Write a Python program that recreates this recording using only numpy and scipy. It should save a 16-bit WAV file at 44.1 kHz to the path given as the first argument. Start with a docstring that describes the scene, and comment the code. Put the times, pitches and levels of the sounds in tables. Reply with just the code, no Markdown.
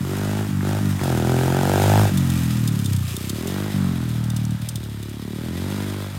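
"""A small four-stroke single-cylinder motorbike barks at every firing as it is ridden round a lawn and past.
Off the throttle its pipe only booms hollowly as the revs sink; then the bike turns its tail and moves off.
The exhaust is a train of minimum-phase pulses, one a cycle; gas, engine and tyres are shaped noise.
The slack chain slaps over bumps as noise bursts ringing in steel; house and trees return a faint echo."""
import sys
import numpy as np
from scipy import signal
from scipy.fft import rfft, irfft, next_fast_len
from scipy.io import wavfile
from scipy.ndimage import uniform_filter1d

SR = 44100
rng = np.random.default_rng(int(sys.argv[2]) if len(sys.argv) > 2 else 0)


def log_audio(samples):
    """Write samples as a 16-bit WAV file to the path given in sys.argv[1]."""
    # one column per channel
    frames = np.atleast_2d(samples).T
    # limit to full scale, then quantise
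    limited = np.clip(frames, -1, 1)
    pcm = np.round(limited * 32767).astype(np.int16)
    wavfile.write(sys.argv[1], SR, pcm)


N = 272538
T = np.arange(N) / SR
TAPS = 4096  # samples in a pulse or impulse response
HZ = np.fft.rfftfreq(TAPS, 1 / SR)

# Exhaust pulse spectra, relative, side-on, from behind and coasting: (f/Hz, level/dB)
LOADED_PULSE = [(25, -89), (42, -27), (52, -17), (80, -3.5), (105, 3.5), (140, -1), (170, -10), (280, -9.5),
                (360, -9.5), (450, -14), (780, -12), (950, -16.5), (1100, -29), (1400, -32), (2400, -46),
                (5000, -37)]
ASTERN_PULSE = [(25, -107), (38, -32), (50, -10), (72, 0.5), (98, 10.5), (145, 2), (200, 5.5), (270, -1),
                (360, -3), (490, -16), (620, -15.5), (800, -23), (1050, -21), (2500, -72.5), (5000, -46)]
HOLLOW_PULSE = [(25, -59), (45, -46), (62, -17), (78, -6.5), (95, 11.5), (125, 4), (195, 3), (250, -3.5),
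                (320, -10.5), (385, -29), (620, -29.5), (1100, -35), (1500, -42), (3000, -55.5)]
# Pipe resonances under load, and with cooler gas when coasting: (f/Hz, width/Hz, lift/dB)
HOT_PIPE = [(136.4, 16, 5), (200.7, 33, 10.5), (292.5, 6.8, -6.5), (314, 104, 10), (385.3, 11.5, 4.5),
            (462, 21.5, -8.5), (477.4, 11, 11.5), (730, 400, 9.5)]
COOL_PIPE = [(98.4, 9.1, -1.5), (125, 4.1, 7), (141.8, 5.1, 2), (169, 5.7, -2.5), (184, 17, 2),
             (243, 2.5, 1), (302, 13.5, 3)]


def exhaust():
    """Pipe resonance: sharp pulses excite the pipe under load, round ones when coasting."""
    steady = dict(uneven_db=0.45, bark_uneven_db=0.6, jitter_s=0.00003)
    passing = firings("side-on", read(LOADED_PULSE, HZ) + peaks_db(HOT_PIPE), **steady)
    leaving = firings("astern", read(ASTERN_PULSE, HZ), **steady)
    coasting = firings("coasting", read(HOLLOW_PULSE, HZ) + peaks_db(COOL_PIPE), **steady)
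    pulses = gain_of(0.27) * passing + gain_of(-1.0) * leaving + gain_of(0.42) * coasting
    return silencer(silencer(pulses, hz=580, q=0.51), hz=200, q=0.33)


# Uneven firings as the engine stumbles: (t/s, level change/dB)
STUMBLES = [(4.545, -1), (4.573, -11), (4.6, -3.5), (4.625, 3.5), (4.652, -3), (4.7, -2), (4.76, 3.5)]


def firings(state, colour_db, uneven_db, bark_uneven_db, jitter_s):
    """Periodic excitation: one pressure pulse a cycle, whose boom, body and bark follow the engine's effort."""
    times = T[1:][np.diff(np.floor(cycles())) > 0]
    states, levels = effort(times)
    chosen = states == state
    times, levels = times[chosen], levels[chosen, :3]

    # power shares that cross over at 135 Hz and 450 Hz
    above_boom = 1 / (1 + (135 / (HZ + 1)) ** 6)
    above_body = 1 / (1 + (450 / (HZ + 1)) ** 10)
    shares = np.array([1 - above_boom, above_boom - above_body, above_body])
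    parts = shares * gain_of(colour_db) ** 2
    parts /= 2 * parts.sum(1, keepdims=True) / TAPS  # each part carries unit energy

    stumble_s, stumble_db = np.transpose(STUMBLES)
    out = np.zeros(N)
    chances = rng.standard_normal((len(times), 3))
    for s, level, (size, bark, late) in zip(times, levels, chances):
        period = 1 / follow(SPEED, s)[0]
        db = level + uneven_db * size + [0, 0, bark_uneven_db * bark]
        db += stumble_db[abs(stumble_s - s) < period / 2].sum()
        power = gain_of(db) ** 2 @ parts * period * SR
        add(out, s + jitter_s * late, causal(np.sqrt(power)))
    return out


def silencer(x, hz, q):
    """All-pass dispersion: a chamber delays the part of each pulse near its resonance, so its pitch sweeps down."""
    _, poles = signal.iirpeak(hz, q, fs=SR)
    return signal.lfilter(poles[::-1], poles, x)


# Engine speed: (t/s, firing rate f/Hz)
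SPEED = [(0.0, 44.05), (0.15, 49.41), (0.42, 52.65), (0.6, 47.48), (0.76, 51.93), (1.05, 45.93),
         (1.17, 39.39), (1.28, 42.91), (1.35, 42.67), (1.86, 50.27), (2.01, 52.5), (2.11, 47.08),
         (2.66, 38.14), (3.09, 28.53), (3.28, 32.42), (3.5, 46.78), (3.66, 51.94), (4.08, 39.42),
         (4.49, 37.8), (4.7, 39.01), (4.94, 35.2), (5.33, 36.77), (5.73, 50.21), (6.18, 49.2)]


def cycles(start=0.765):
    """Phase is the integral of rate: engine cycles so far; the exhaust valve opens at each whole number."""
    return start + np.cumsum(follow(SPEED, T)[0]) / SR


# Throttle moves, each held until the next; source levels at NEAR_M and CRUISE_HZ before the sources' own trims:
# (t/s, throttle, boom level/dB, silencer body level/dB, bark level/dB, gas rasp level/dB)
THROTTLE = [(0, "shut", -18, -15, -45, -37), (0.04, "open", -22.5, -20.5, -36.5, -32.5),
            (0.475, "shut", -22.5, -18.5, -45, -39), (0.62, "open", -25, -19.5, -32, -31),
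            (0.805, "shut", -22.5, -20.3, -42, -39.5), (1.0, "open", -21, -21.5, -26, -29.5),
            (2.1, "shut", -19.5, -18.5, -44.5, -39.5), (3.13, "open", -26.5, -23, -35, -38),
            (3.735, "shut", -18, -18, -37.5, -37), (4.77, "open", -22, -24, -42.5, -35.5),
            (5.2, "open", -22.5, -19.5, -34.5, -35), (5.9, "open", -26, -21.5, -35, -35.5),
            (6.12, "shut", -19.5, -27, -40, -37)]
# Gain with engine speed, by state: (boom, body, bark, rasp; level/dB per extra firing a second)
REV_DB = {"side-on": (-0.11, -0.15, 0.76, 0.43), "astern": (0.23, 0.23, 0.72, 0.75),
          "coasting": (-0.036, 0.45, 0.74, 0.36)}
NEAR_M, CRUISE_HZ = 8, 45
TURN_S, TURNING_S = 3.19, 0.63  # the bike turns its tail to the listener
# The tuples below are level changes/dB of (boom, body, bark, rasp).
# The charge builds after the throttle opens and thins as it is rolled off.
OPENING_DB, OPENING_S = (0.5, -2.5, -13, -4.5), 0.033
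CLOSING_DB, CLOSING_S = (-3, -7.5, -12.5, -6.5), 0.047
# After the throttle shuts the boom takes a moment to build; one that stays open glides to its new setting.
SETTLE_DB, SETTLE_S, GLIDE_S = (-5.5, -1, -2, 1), 0.31, 0.077
# Towards the end of a coast the firings sag, over this share of it.
SAG_DB, SAG_SHARE, SAG_S = (-4, -7.5, -5.5, -2.5), 0.16, 0.013
# Seen side-on, the boom swells where the revs come into tune with the pipe.
TUNED_HZ, TUNED_WIDTH_HZ, TUNED_DB = 52.2, 3.2, 6


def effort(t):
    """Load dependence: engine state, and boom, body, bark and rasp levels from throttle, revs and distance."""
    rate = follow(SPEED, t)[0][:, None]
    states, levels = np.full(len(t), "coasting"), np.zeros((len(t), 4))
    before = THROTTLE[:1] + THROTTLE[:-1]
    after = THROTTLE[1:] + [(N / SR + GLIDE_S, "shut")]
    for (_, was, *old_db), (start, throttle, *db), (end, then, *_) in zip(before, THROTTLE, after):
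        now = (t >= start) | (start == THROTTLE[0][0])
        age = np.maximum(t - start, 0)[:, None]
        left = np.maximum(end - t, 0)[:, None]
        if throttle == "shut":
            state = "coasting"
            attack = np.exp(-age / SETTLE_S) * SETTLE_DB
            sag = (1 + np.tanh((SAG_SHARE * (end - start) - left) / SAG_S)) / 2
            release = sag * SAG_DB
        else:
            state = "side-on" if end < TURN_S else "astern"
            if was == "shut":
                attack = np.exp(-age / OPENING_S) * OPENING_DB
            else:
                attack = np.exp(-age / GLIDE_S) * np.subtract(old_db, db)
            release = np.exp(-left / CLOSING_S) * CLOSING_DB * (then == "shut")
        level = db + attack + release + (rate - CRUISE_HZ) * REV_DB[state]
        if state == "side-on":
            level[:, :1] += TUNED_DB / (1 + ((rate - TUNED_HZ) / TUNED_WIDTH_HZ) ** 4)
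        states[now], levels[now] = state, level[now]  # later moves overwrite earlier ones
    return states, levels + spreading_db(t)[:, None]


# The ride past: (t/s, distance/m)
PATH = [(0, 17.8), (1, 11.06), (1.95, 9), (3, 11), (4, 13.7), (6.18, 22.7)]


def spreading_db(t):
    """Spherical spreading: pressure falls in inverse proportion to distance."""
    return 20 * np.log10(NEAR_M / follow(PATH, t)[0])


# Gas noise, relative: (f/Hz, level/dB per Hz)
RASP = [(300, 3), (600, -7.5), (900, 3.5), (1100, -8.5), (1400, 2.5), (1700, -1), (2000, -8.5), (2350, -7),
        (3000, -8.5), (4200, -12), (5000, -13.5), (7500, -14.5), (15000, -22)]


def rasp():
    """Modulated jet noise: gas tears out as the exhaust valve opens; the intake draws with a softer rush."""
    turn, slow = cycles(), T[::100]
    states, levels = effort(slow)
    pulling = np.interp(T, slow, states != "coasting")
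    level_db = np.interp(T, slow, levels[:, -1])
    tear = 1.7 * burst(turn, at=0.025, width=0.055)
    rush = 0.5 * burst(turn, at=0.73, width=0.55)
    puffs = 0.5 + pulling * (tear + rush)
    puffs /= np.sqrt(uniform_filter1d(puffs ** 2, size=2000))  # keeps the running rms even
    gas = noise(RASP, band=(1150, 2600))
    return gain_of(level_db - 5.5) * puffs * gas


def burst(turn, at, width):
    """Cyclic modulation: a smooth swell once a cycle, centred on the share 'at' of the cycle."""
    return np.exp(-(np.sin(np.pi * (turn - at)) / (np.pi * width)) ** 2)


# Machinery noise, relative, side-on and from behind: (f/Hz, level/dB per Hz)
HISS_SIDE_ON = [(300, -4), (600, 0.5), (1000, 0), (1500, -3), (2500, 3.5), (3300, 1.5), (4200, -0.5),
                (7000, -1.5), (10000, -2.5), (14000, -3), (15800, -10)]
HISS_ASTERN = [(300, -24), (600, 7.5), (950, 0.5), (1400, -11.5), (2000, 5.5), (2600, 3.5), (3500, 5),
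               (4500, 2), (7000, -4), (8800, -1), (11000, -3.5), (14000, -2.5), (15800, -15)]
# Machinery level, before each source's own trim: (t/s, level/dB)
HISS_LEVEL = [(0, -40), (0.14, -38.5), (0.42, -39.5), (0.55, -43), (0.74, -39), (0.96, -40), (1.05, -37),
              (1.22, -38.5), (1.7, -35), (2.02, -31), (2.14, -36.5), (2.42, -35.5), (2.7, -38),
              (3.68, -38.5), (3.97, -43), (4.55, -45.5), (5.25, -46.5), (5.5, -42), (5.75, -39.5),
              (6.18, -44)]


def machinery():
    """Broadband friction noise: valve gear, chain rollers and tyres in grass, recoloured as the bike turns away."""
    ticking = 1 + 0.12 * burst(2 * cycles(), at=0.19, width=0.03)  # twice a cycle
    grain = gain_of(2.27 * drift(500) + 1.14 * drift(35))
    side_on, astern = (noise(colour, band=(4000, 15000)) for colour in (HISS_SIDE_ON, HISS_ASTERN))
    turned = np.clip((T - TURN_S) / TURNING_S, 0, 1)
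    hiss = np.sqrt(1 - turned) * side_on + np.sqrt(turned) * astern  # equal-power crossfade
    level_db = follow(HISS_LEVEL, T)[0] - 3.5
    return gain_of(level_db) * evened(ticking * grain) * hiss


def panels(x, ring_db=-8, t60=0.044):
    """Modal density: the many close modes of frame, tank and fins ring briefly with the hiss."""
    t = np.arange(TAPS) / SR
    ring = rng.standard_normal(TAPS) * gain_of(-60 * t / t60)
    response = gain_of(ring_db) * ring / np.linalg.norm(ring)
    response[0] += 1  # direct sound
    return signal.oaconvolve(x, response / np.linalg.norm(response))[:N]


# Engine casing and cooling fins: (f/Hz, width/Hz, lift/dB)
CASING = [(1230, 98, 5), (1576, 55, 1.5), (2440, 23, -3), (3320, 200, 2), (4970, 130, 3), (6770, 130, 4),
          (8800, 120, 4.5)]


def casing(x):
    """Structural resonance: the casing and fins lift the sound near their own modes."""
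    return signal.oaconvolve(x, causal(gain_of(peaks_db(CASING))))[:N]


# Beat of piston and valve gear, relative: (f/Hz, level/dB per Hz)
KNOCK = [(250, -1), (400, 19), (480, -14), (540, 8), (630, 3), (900, -1), (1100, 9), (1350, -15), (1900, 8),
         (2600, -15), (4000, -14)]


def knock():
    """Harmonic series: piston, cam and tappets nearly repeat each cycle, so wavering lines glide with the revs."""
    turn, rate = cycles(), follow(SPEED, T)[0]
    slow, out = T[::100], np.zeros(N)
    for k in range(8, 60):  # harmonic number
        waver = np.interp(slow * 7, np.arange(50), rng.standard_normal(50))  # 7 random points a second
        line = gain_of(read(KNOCK, k * rate[::100])) * waver
        out += np.interp(T, slow, line) * np.cos(2 * np.pi * (k * turn + rng.random()))
    force = (rate / rate.max()) ** 2  # inertia forces grow with the square of the speed
    level_db = np.minimum(follow(HISS_LEVEL, T)[0], -40) - 1.0
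    return gain_of(level_db) * force * evened(out)


# Chain slaps, peaks before a common 1 dB lift: (t/s, peak level/dB, noise decay t60/s)
SLAPS = [(0.9094, -26, 0.025), (1.036, -24, 0.047), (2.173, -19, 0.039), (2.3, -20, 0.024),
         (2.6746, -17.5, 0.036), (2.7893, -25, 0.024), (2.843, -25.5, 0.045), (2.858, -18, 0.028),
         (2.931, -20, 0.018), (2.963, -23.5, 0.032), (3.1652, -16, 0.016), (3.2257, -30, 0.037),
         (3.294, -17, 0.038), (3.38, -32, 0.02), (3.471, -22.5, 0.048), (4.09, -28, 0.032),
         (4.2388, -28, 0.034), (4.301, -22, 0.018), (4.3628, -20, 0.041), (4.451, -21.5, 0.0098),
         (4.5058, -31, 0.048), (4.6147, -31, 0.049), (4.6868, -18, 0.043), (4.756, -21, 0.027),
         (4.836, -28.5, 0.027), (5.0276, -28.5, 0.025), (5.094, -34, 0.028)]
# The chain guide and swing arm: (f/Hz, width/Hz, level/dB)
STEEL = [(2850, 140, 15.5), (3610, 61, 17), (4310, 140, 9.5), (5020, 120, 7.5), (6080, 68, -2),
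         (8150, 97, 0), (8820, 210, -2.5), (9650, 95, -20), (11130, 350, 5.5), (13530, 130, 6)]
# Colour of the links' strike, relative: (f/Hz, level/dB)
CLINK = [(1500, -86), (2500, -17), (3200, 7.5), (4300, 5), (6500, 13.5), (9000, 13), (12000, 3),
         (16000, 10.5)]


def chain(ring_db=-3, rebound=0.22, rebound_s=0.015):
    """Impact excitation: each slap is a quick run of links striking the resonant steel guide."""
    t = np.arange(TAPS) / SR
    modes = (gain_of(db) ** 2 / (1 + (2 * (HZ - hz) / width) ** 2) for hz, width, db in STEEL)
    ring = np.sqrt(sum(modes))
    body = causal(gain_of(read(CLINK, HZ)) * (gain_of(-4.5) + gain_of(ring_db) * ring))
    out = np.zeros(N)
    for s, db, t60 in SLAPS:
        rise = 1 - np.exp(-t / 0.0011)
        links = rng.standard_normal(TAPS) * gain_of(-60 * t / t60) * rise
        links *= 1 + rebound * (t > rebound_s * rng.uniform(0.5, 2))
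        slap = signal.fftconvolve(links, body)[:TAPS]
        add(out, s, gain_of(db) * slap / abs(slap).max())
    return gain_of(1.0) * out


# The intake knocks as the throttle snaps open: (t/s, peak level/dB, noise decay t60/s)
GULPS = [(0.608, -23, 0.025), (0.9936, -20, 0.011)]


def gulps(hz=1600, width_hz=700):
    """Cavity resonance: a sudden draught of air, a decaying noise burst, knocks in the intake."""
    t, out = np.arange(TAPS) / SR, np.zeros(N)
    airbox = causal(1 / (1 + ((HZ - hz) / width_hz) ** 2))
    for s, db, t60 in GULPS:
        draught = rng.standard_normal(TAPS) * gain_of(-60 * t / t60)
        gulp = signal.fftconvolve(draught, airbox)
        add(out, s, gain_of(db) * gulp / abs(gulp).max())
    return out


# Extra path of the sound thrown back by the house: (t/s, delay/s)
WALL = [(0, 0.046), (1, 0.0388), (1.5, 0.0388), (2.1, 0.0374), (2.7, 0.0335), (3.1, 0.032), (3.7, 0.0252),
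        (4.0, 0.0272), (4.7, 0.0276), (5.3, 0.0324), (5.75, 0.0352), (6.18, 0.04)]


def wall(x):
    """Comb interference: one dull reflection with a moving delay makes harmonics swell and fade in turn."""
    dull = signal.sosfilt(signal.butter(2, 2500, fs=SR, output="sos"), x)
    return np.interp(T - follow(WALL, T)[0], T, dull, left=0)


def echoes(x, t60=1.0, delay_s=0.072):
    """Diffuse reflection: sparse, faint returns from walls and trees."""
    t = np.arange(SR // 2) / SR
    sparse = rng.standard_normal(len(t)) * (rng.random(len(t)) < 1500 / SR)  # about 1500 returns a second
    taps = sparse * (t > delay_s) * gain_of(-60 * t / t60)
    return signal.fftconvolve(x, taps / np.linalg.norm(taps))[:N]


# Still air over the lawn, relative: (f/Hz, level/dB per Hz)
YARD = [(20, 0), (60, 12), (150, 46), (400, 0), (1000, -40), (2500, -22), (8000, -57), (15800, -50)]


def yard():
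    """Stationary background noise: the still air over the lawn, a steady coloured noise."""
    return gain_of(-54) * noise(YARD)


def peaks_db(modes):
    """Superposition of resonances: the summed lift in dB at each frequency."""
    return sum(db / (1 + ((HZ - hz) / width) ** 2) for hz, width, db in modes)


def causal(gain):
    """Minimum phase: the pulse with this magnitude spectrum, its energy as early as possible."""
    cepstrum = irfft(np.log(np.maximum(gain, gain.max() * 1e-5)))
    cepstrum[1:TAPS // 2] *= 2  # fold the cepstrum onto positive time
    cepstrum[TAPS // 2 + 1:] = 0
    return irfft(np.exp(rfft(cepstrum)))


def noise(spectrum, band=(0, np.inf)):
    """Spectral shaping: coloured noise whose rms inside the band is 1."""
    size = next_fast_len(N, real=True)
    hz = np.fft.rfftfreq(size, 1 / SR)
    z = rfft(rng.standard_normal(size)) * gain_of(read(spectrum, hz))
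    in_band = irfft(z * (hz > band[0]) * (hz < band[1]), size)
    return irfft(z, size)[:N] / in_band.std()


def drift(rate):
    """Low-frequency random modulation: 'rate' chance points a second joined by lines, rms 1."""
    return evened(np.interp(T * rate, np.arange(N), rng.standard_normal(N)))


def gain_of(db):
    """Logarithmic level: decibels to amplitude."""
    return 10 ** (np.asarray(db) / 20)


def evened(x):
    """Effective value: scales to rms 1."""
    return x / np.sqrt(np.mean(x ** 2) + 1e-20)


def read(points, hz):
    """Logarithmic pitch axis: interpolates a spectrum table at the frequencies hz."""
    f, value = np.transpose(points)
    return np.interp(np.log(hz + 1), np.log(f + 1), value)


def follow(rows, t):
    """Linear interpolation: every column of a curve table at the times t."""
    s, *columns = np.transpose(rows)
    return [np.interp(t, s, c) for c in columns]


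def add(mix, s, sound):
    """Linear superposition: mixes a sound in at the time s."""
    part = mix[max(round(s * SR), 0):][:len(sound)]
    part += sound[:len(part)]


def scene():
    """Superposition of direct and reflected sound: the bike, its echoes and the still air of the yard."""
    metallic = casing(rasp() + panels(machinery()))
    bike = exhaust() + knock() + metallic + gulps() + chain()
    echo = gain_of(-11.5) * wall(bike) + gain_of(-21) * echoes(bike)
    return (bike + echo + yard())[None]


def record(dry):
    """Band limitation: a low cut at 28 Hz and a steep treble limit at 16 kHz."""
    lowpass = signal.firwin(511, 16000, window=("kaiser", 9), fs=SR)
    lowcut = signal.butter(2, 28, "high", fs=SR, output="sos")
    return signal.oaconvolve(signal.sosfiltfilt(lowcut, dry), lowpass[None], "same")


dry = scene()
out = record(dry)
log_audio(out)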